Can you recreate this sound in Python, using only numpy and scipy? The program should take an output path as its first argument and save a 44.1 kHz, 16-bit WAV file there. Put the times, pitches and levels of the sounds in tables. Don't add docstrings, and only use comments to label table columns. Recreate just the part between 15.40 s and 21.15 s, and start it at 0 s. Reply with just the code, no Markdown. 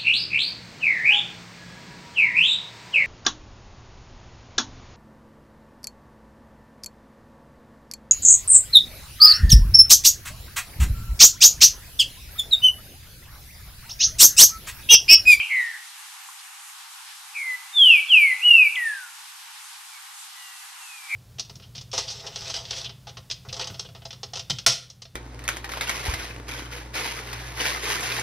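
import sys
import numpy as np
from scipy import signal
from scipy.fft import rfft, irfft
from scipy.io import wavfile
from scipy.ndimage import uniform_filter1d

SR = 44100
rng = np.random.default_rng(int(sys.argv[2]) if len(sys.argv) > 2 else 0)


def master(y):
    cut = np.clip(np.atleast_2d(y).T, -1, 1)
    pcm = np.round(cut * 32767)
    wavfile.write(sys.argv[1], SR, pcm.astype(np.int16))


N = 253575
LOW_CUT_HZ, CUTOFF_HZ = 745, 13200
LEAD = SR // 4
TIME = np.arange(-LEAD, N) / SR


def from_db(db):
    return 10 ** (np.asarray(db) / 20)


def rms_one(x):
    return x / np.sqrt(np.mean(x ** 2) + 1e-20)


def at_hz(points, hz):
    freq, value = np.transpose(points)
    return np.interp(np.log(np.maximum(hz, 1)), np.log(freq), value)


def drift(rate, size):
    knots = np.arange(size) * rate / SR
    return np.interp(knots, np.arange(4096), rng.standard_normal(4096))


def coloured(spectrum, channels):
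    hz = np.fft.rfftfreq(len(TIME), 1 / SR)
    white = rfft(rng.standard_normal((channels, len(TIME))))
    return rms_one(irfft(white * from_db(at_hz(spectrum, hz)), len(TIME)))


def band_pass(x, low_hz, high_hz):
    sections = signal.butter(2, [low_hz, high_hz], "band", fs=SR, output="sos")
    return signal.sosfilt(sections, x)


# frequency in Hz, relative level in dB per Hz.
FOLIAGE_SPECTRUM = [(460, -31), (780, -0.5), (931, -1), (1160, 0), (1310, -2), (1470, -1), (1980, -3),
                    (2300, -3), (2810, -2.5), (3910, -3), (5700, -5), (9240, -5.5), (13000, -11)]
# frequency in Hz, correlation (0 unrelated, 1 the same).
LEFT_RIGHT_LIKENESS = [(60, 0.01), (180, 0.04), (510, 0.11), (1500, 0.4), (4390, 0.26), (12800, 0.51)]
FOLIAGE_DB = -42.0


def foliage(flutter_db):
    hz = np.fft.rfftfreq(N, 1 / SR)
    mid, side = rfft(rng.standard_normal((2, N)))
    alike = np.clip(at_hz(LEFT_RIGHT_LIKENESS, hz), 0, 1)
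    colour = from_db(at_hz(FOLIAGE_SPECTRUM, np.clip(hz, 800, 12800))) * (hz < CUTOFF_HZ)
    spectrum = colour * (np.sqrt(1 + alike) * mid + np.sqrt(1 - alike) * side * [[1], [-1]])
    octave = np.floor(np.log2(np.maximum(hz / LOW_CUT_HZ, 1)))
    breeze = drift(7.2, N)
    hiss = 0
    for k in np.unique(octave):
        flutter = from_db(flutter_db * (0.21 * breeze + drift(17, N)))
        hiss = hiss + irfft(spectrum * (octave == k), N) * flutter
    return rms_one(hiss) * from_db(FOLIAGE_DB)


SLIDE_SHARE, LANDED_SLOPE = 0.91, 0.23
WANDER, WANDER_PER_S = 0.0021, 35.4


def slide(age, length, from_hz, to_hz, sag_hz, scoop_hz=0, scoop_s=1):
    part = age / (SLIDE_SHARE * length)
    part = np.minimum(part, 1 + LANDED_SLOPE * (part - 1))
    arc = from_hz + (to_hz - from_hz) * part - sag_hz * (1 - (2 * part - 1) ** 2)
    scoop = scoop_hz * np.exp(-(age / scoop_s) ** 2)
    return (arc + scoop) * (1 + WANDER * drift(WANDER_PER_S, len(age)))


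ATTACK_DB = 37.5
RELEASE_S, RELEASE_DB = 0.019, 17


def swell(age, length, attack, hold, fade):
    rise = -ATTACK_DB * np.maximum(1 - age / attack, 0) ** 2
    sink = -fade * np.maximum(age - attack - hold, 0)
    release = -RELEASE_DB * np.maximum(1 - (length - age) / RELEASE_S, 0) ** 2
    return rise + sink + release


# multiple of the pitch, relative level in dB.
WHISTLE_OVERTONES = [(2, -44), (3, -47.5), (4, -43.5), (5, -35.5), (6, -34)]
# frequency in Hz, gain in dB.
BEAK_GAIN = [(3800, 8), (4500, 2), (5300, 4.5), (6800, -7), (8200, 2), (9300, 14), (10000, -1), (11000, 0),
             (12200, -0.5), (13200, -12)]


def whistle(note, trill_hz, trill_s, waver, overtone_db, rasp):
    start, length, from_hz, to_hz, sag_hz, level_db, attack, hold, fade, depth_hz, *scoop = note
    on = (TIME >= start) & (TIME <= start + length)
    age = TIME[on] - start
    glide = slide(age, length, from_hz, to_hz, sag_hz, *scoop)
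    trill_rate = trill_hz * (1 + 0.0067 * drift(43, len(age)))
    trill = np.sin(2 * np.pi * np.cumsum(trill_rate) / SR)
    depth = depth_hz * np.exp(-(age / trill_s) ** 2)
    hz = glide * (1 + waver * drift(252.7, len(age))) + depth * trill
    phase = 2 * np.pi * np.cumsum(hz) / SR
    pumping_db = 35 * depth / glide * trill
    gain = np.sqrt(2) * from_db(level_db + swell(age, length, attack, hold, fade) + pumping_db)
    gain = gain * np.clip(np.minimum(age, length - age) / 0.0014, 0, 1)
    out = np.zeros((2, len(TIME)))
    out[0, on] = gain * np.sin(phase)
    edge = from_db(overtone_db) * gain ** 0.67
    for k, db in WHISTLE_OVERTONES:
        blurred = round(k) * (phase + rasp * drift(900, len(age)))
        flicker_db = 4.0 * drift(45, len(age))
        out[1, on] += edge * from_db(db + at_hz(BEAK_GAIN, k * hz) + flicker_db) * np.sin(blurred)
    return out


# delay in seconds, level in dB against the direct sound.
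NEAR_ECHOES = [(.004, -14), (.0135, -29), (0.028, -19), (0.0503, -27), (0.06, -46), (0.083, -41)]


def woodland(x, direct_db, scatter_db, t60, late_db, late_t60, side_db):
    t = np.arange(SR) / SR
    decay = from_db(-60 * t / t60) + from_db(late_db - 60 * t / late_t60)
    decay = decay * (1 - np.exp(-t / 0.0014))
    responses = rng.standard_normal((3, SR)) * decay / np.sqrt(np.sum(decay ** 2))
    one, other, side = signal.fftconvolve(x[None], responses, axes=1)[:, :len(x)]
    stir = 2 * np.pi * 4.0 * TIME
    mid = one * np.cos(stir) + other * np.sin(stir)
    echoes = sum(from_db(db) * np.interp(TIME - delay, TIME, x) for delay, db in NEAR_ECHOES)
    scatter = mid + from_db(side_db) * side * [[1], [-1]]
    return (from_db(direct_db) * (x + echoes) + from_db(scatter_db) * scatter)[:, LEAD:]


# start in seconds, length in seconds,
# from in Hz, to in Hz, sag of the slide in Hz, level in dB before the woodland, attack in seconds,
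# hold in seconds, fade in dB per second, trill depth at the start in Hz.
ANSWER_NOTES = [ (-.135, .165, 3146, 2333, -69.5, -16, 0.018, 0.054, 69, 177),
                (0.033, 0.073, 2500, 2820, -3, -35, 0.022, .005, 243, 103),
                (0.082, .25, 2262, 1789, 61, -22.5, 0.04, 0.084, 164.5, 135),
                (.31, .082, 1760, 1754, -3.5, -39.5, 0.026, 0.023, 100, 206.5),
                (4.468, 0.13, 2560, 2194, 36, -54, .07, 0.036, 50, 60),
                (4.88, 0.475, 2000, 1946, 41.5, -51.5, 0.12, 0.031, 55, 3),
                (4.95, 0.3, 2976, 2666, 34.5, -50, 0.056, .005, 62, 30),
                (5.252, .46, 3300, 2297, 151.5, -48.5, 0.28, 0.22, 20, 190), ]
ANSWER_TRILL_HZ, ANSWER_TRILL_S = 124.45, 0.15


def answering_birds():
    tone, overtones = sum(whistle(note, ANSWER_TRILL_HZ, ANSWER_TRILL_S, waver=0.0067, overtone_db=4, rasp=0.1)
                          for note in ANSWER_NOTES)
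    call = tone + band_pass(overtones, 2000, 4900)
    return woodland(call, direct_db=0.5, scatter_db=-7.5, t60=0.42, late_db=-13, late_t60=0.91, side_db=-8.5)


# start in seconds, starting level in dB, pitch in Hz.
SOFT_KNOCKS = [(0.888, -34, 1060), (0.922, -47, 1450)]


def knocks(t60):
    out = 0
    for start, db, hz in SOFT_KNOCKS:
        age = np.maximum(TIME[LEAD:] - start, 0)
        out = out + from_db(db - 60 * age / t60) * np.sin(2 * np.pi * hz * age)
    return out


# start in seconds, length in seconds, from in Hz, to in Hz,
# sag of the slide in Hz, level in dB before the woodland, attack in seconds, hold in seconds,
# fade in dB per second, trill depth at the start in Hz, scoop into the note in Hz, scoop time in seconds.
SONG_NOTES = [ (1.929, 0.24, 2536, 1997, 134.5, -29, 0.045, 0.15, 130, 157, -7, .01),
              (2.326, 0.28, 3795, 2313, -8, -9.5, 0.09, 0.12, 198, 9, -110, 0.021),
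              (2.675, 0.27, 2766, 2025, 7.5, -9, 0.062, .018, 73, -5, 691.5, 0.058),
              (3.004, .29, 2997, 2288, -128, -9.5, 0.074, 0.11, 103, 2, -590, 0.027),
              (3.353, .35, 2065, 1399, 25, -25, 0.0048, 0.12, 113, -7, 1649, .0083),
              (5.671, 0.27, 2305, 1967, -0.5, -24.5, 0.065, .1, 130, 206, 2, .01), ]
# frequency in Hz, relative level in dB per Hz.
SPRAY_SPECTRUM = [(4000, -13.5), (5300, -15), (7000, -17), (9300, -7), (10300, -9.5), (12000, -7),
                  (13000, -16)]
SONG_TRILL_HZ, SONG_TRILL_S = 93, 0.11


def near_bird():
    tone, overtones = sum(whistle(note, SONG_TRILL_HZ, SONG_TRILL_S, waver=0.0021, overtone_db=-4.5, rasp=0.17)
                          for note in SONG_NOTES)
    loudness = np.sqrt(np.abs(uniform_filter1d(tone ** 2, size=256)))
    spray = from_db(-38.5) * loudness ** 0.83 * coloured(SPRAY_SPECTRUM, channels=1)[0]
    straight = woodland(tone, direct_db=-1.0, scatter_db=-9.0, t60=0.35,
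                        late_db=-16.5, late_t60=1.0, side_db=-9)
    aside = woodland(overtones + spray, direct_db=-4.0, scatter_db=0.5, t60=0.34,
                     late_db=-29, late_t60=0.8, side_db=-7.5)
    return straight + aside


# time of the peak in seconds, time from the peak down to 1/e in seconds,
# level at the peak in dB, centre in Hz.
LEAF_RUSTLES = [(4.81, 0.076, -46, 7900)]


def rustles():
    out = 0
    for peak, width, db, hz in LEAF_RUSTLES:
        noise = rms_one(band_pass(rng.standard_normal((2, N)), hz / 1.25, hz * 1.2))
        out = out + from_db(db) * np.exp(-((TIME[LEAD:] - peak) / width) ** 2) * noise
    return out


def scene():
    birds = near_bird() + answering_birds()
    return birds + knocks(t60=0.031) + rustles() + foliage(flutter_db=1.14)


def record(dry):
    band = signal.firwin(1025, [LOW_CUT_HZ, CUTOFF_HZ], pass_zero=False, window=("kaiser", 6), fs=SR)
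    return signal.fftconvolve(dry, band[None], mode="same", axes=1)


dry = scene()
out = record(dry)
master(out)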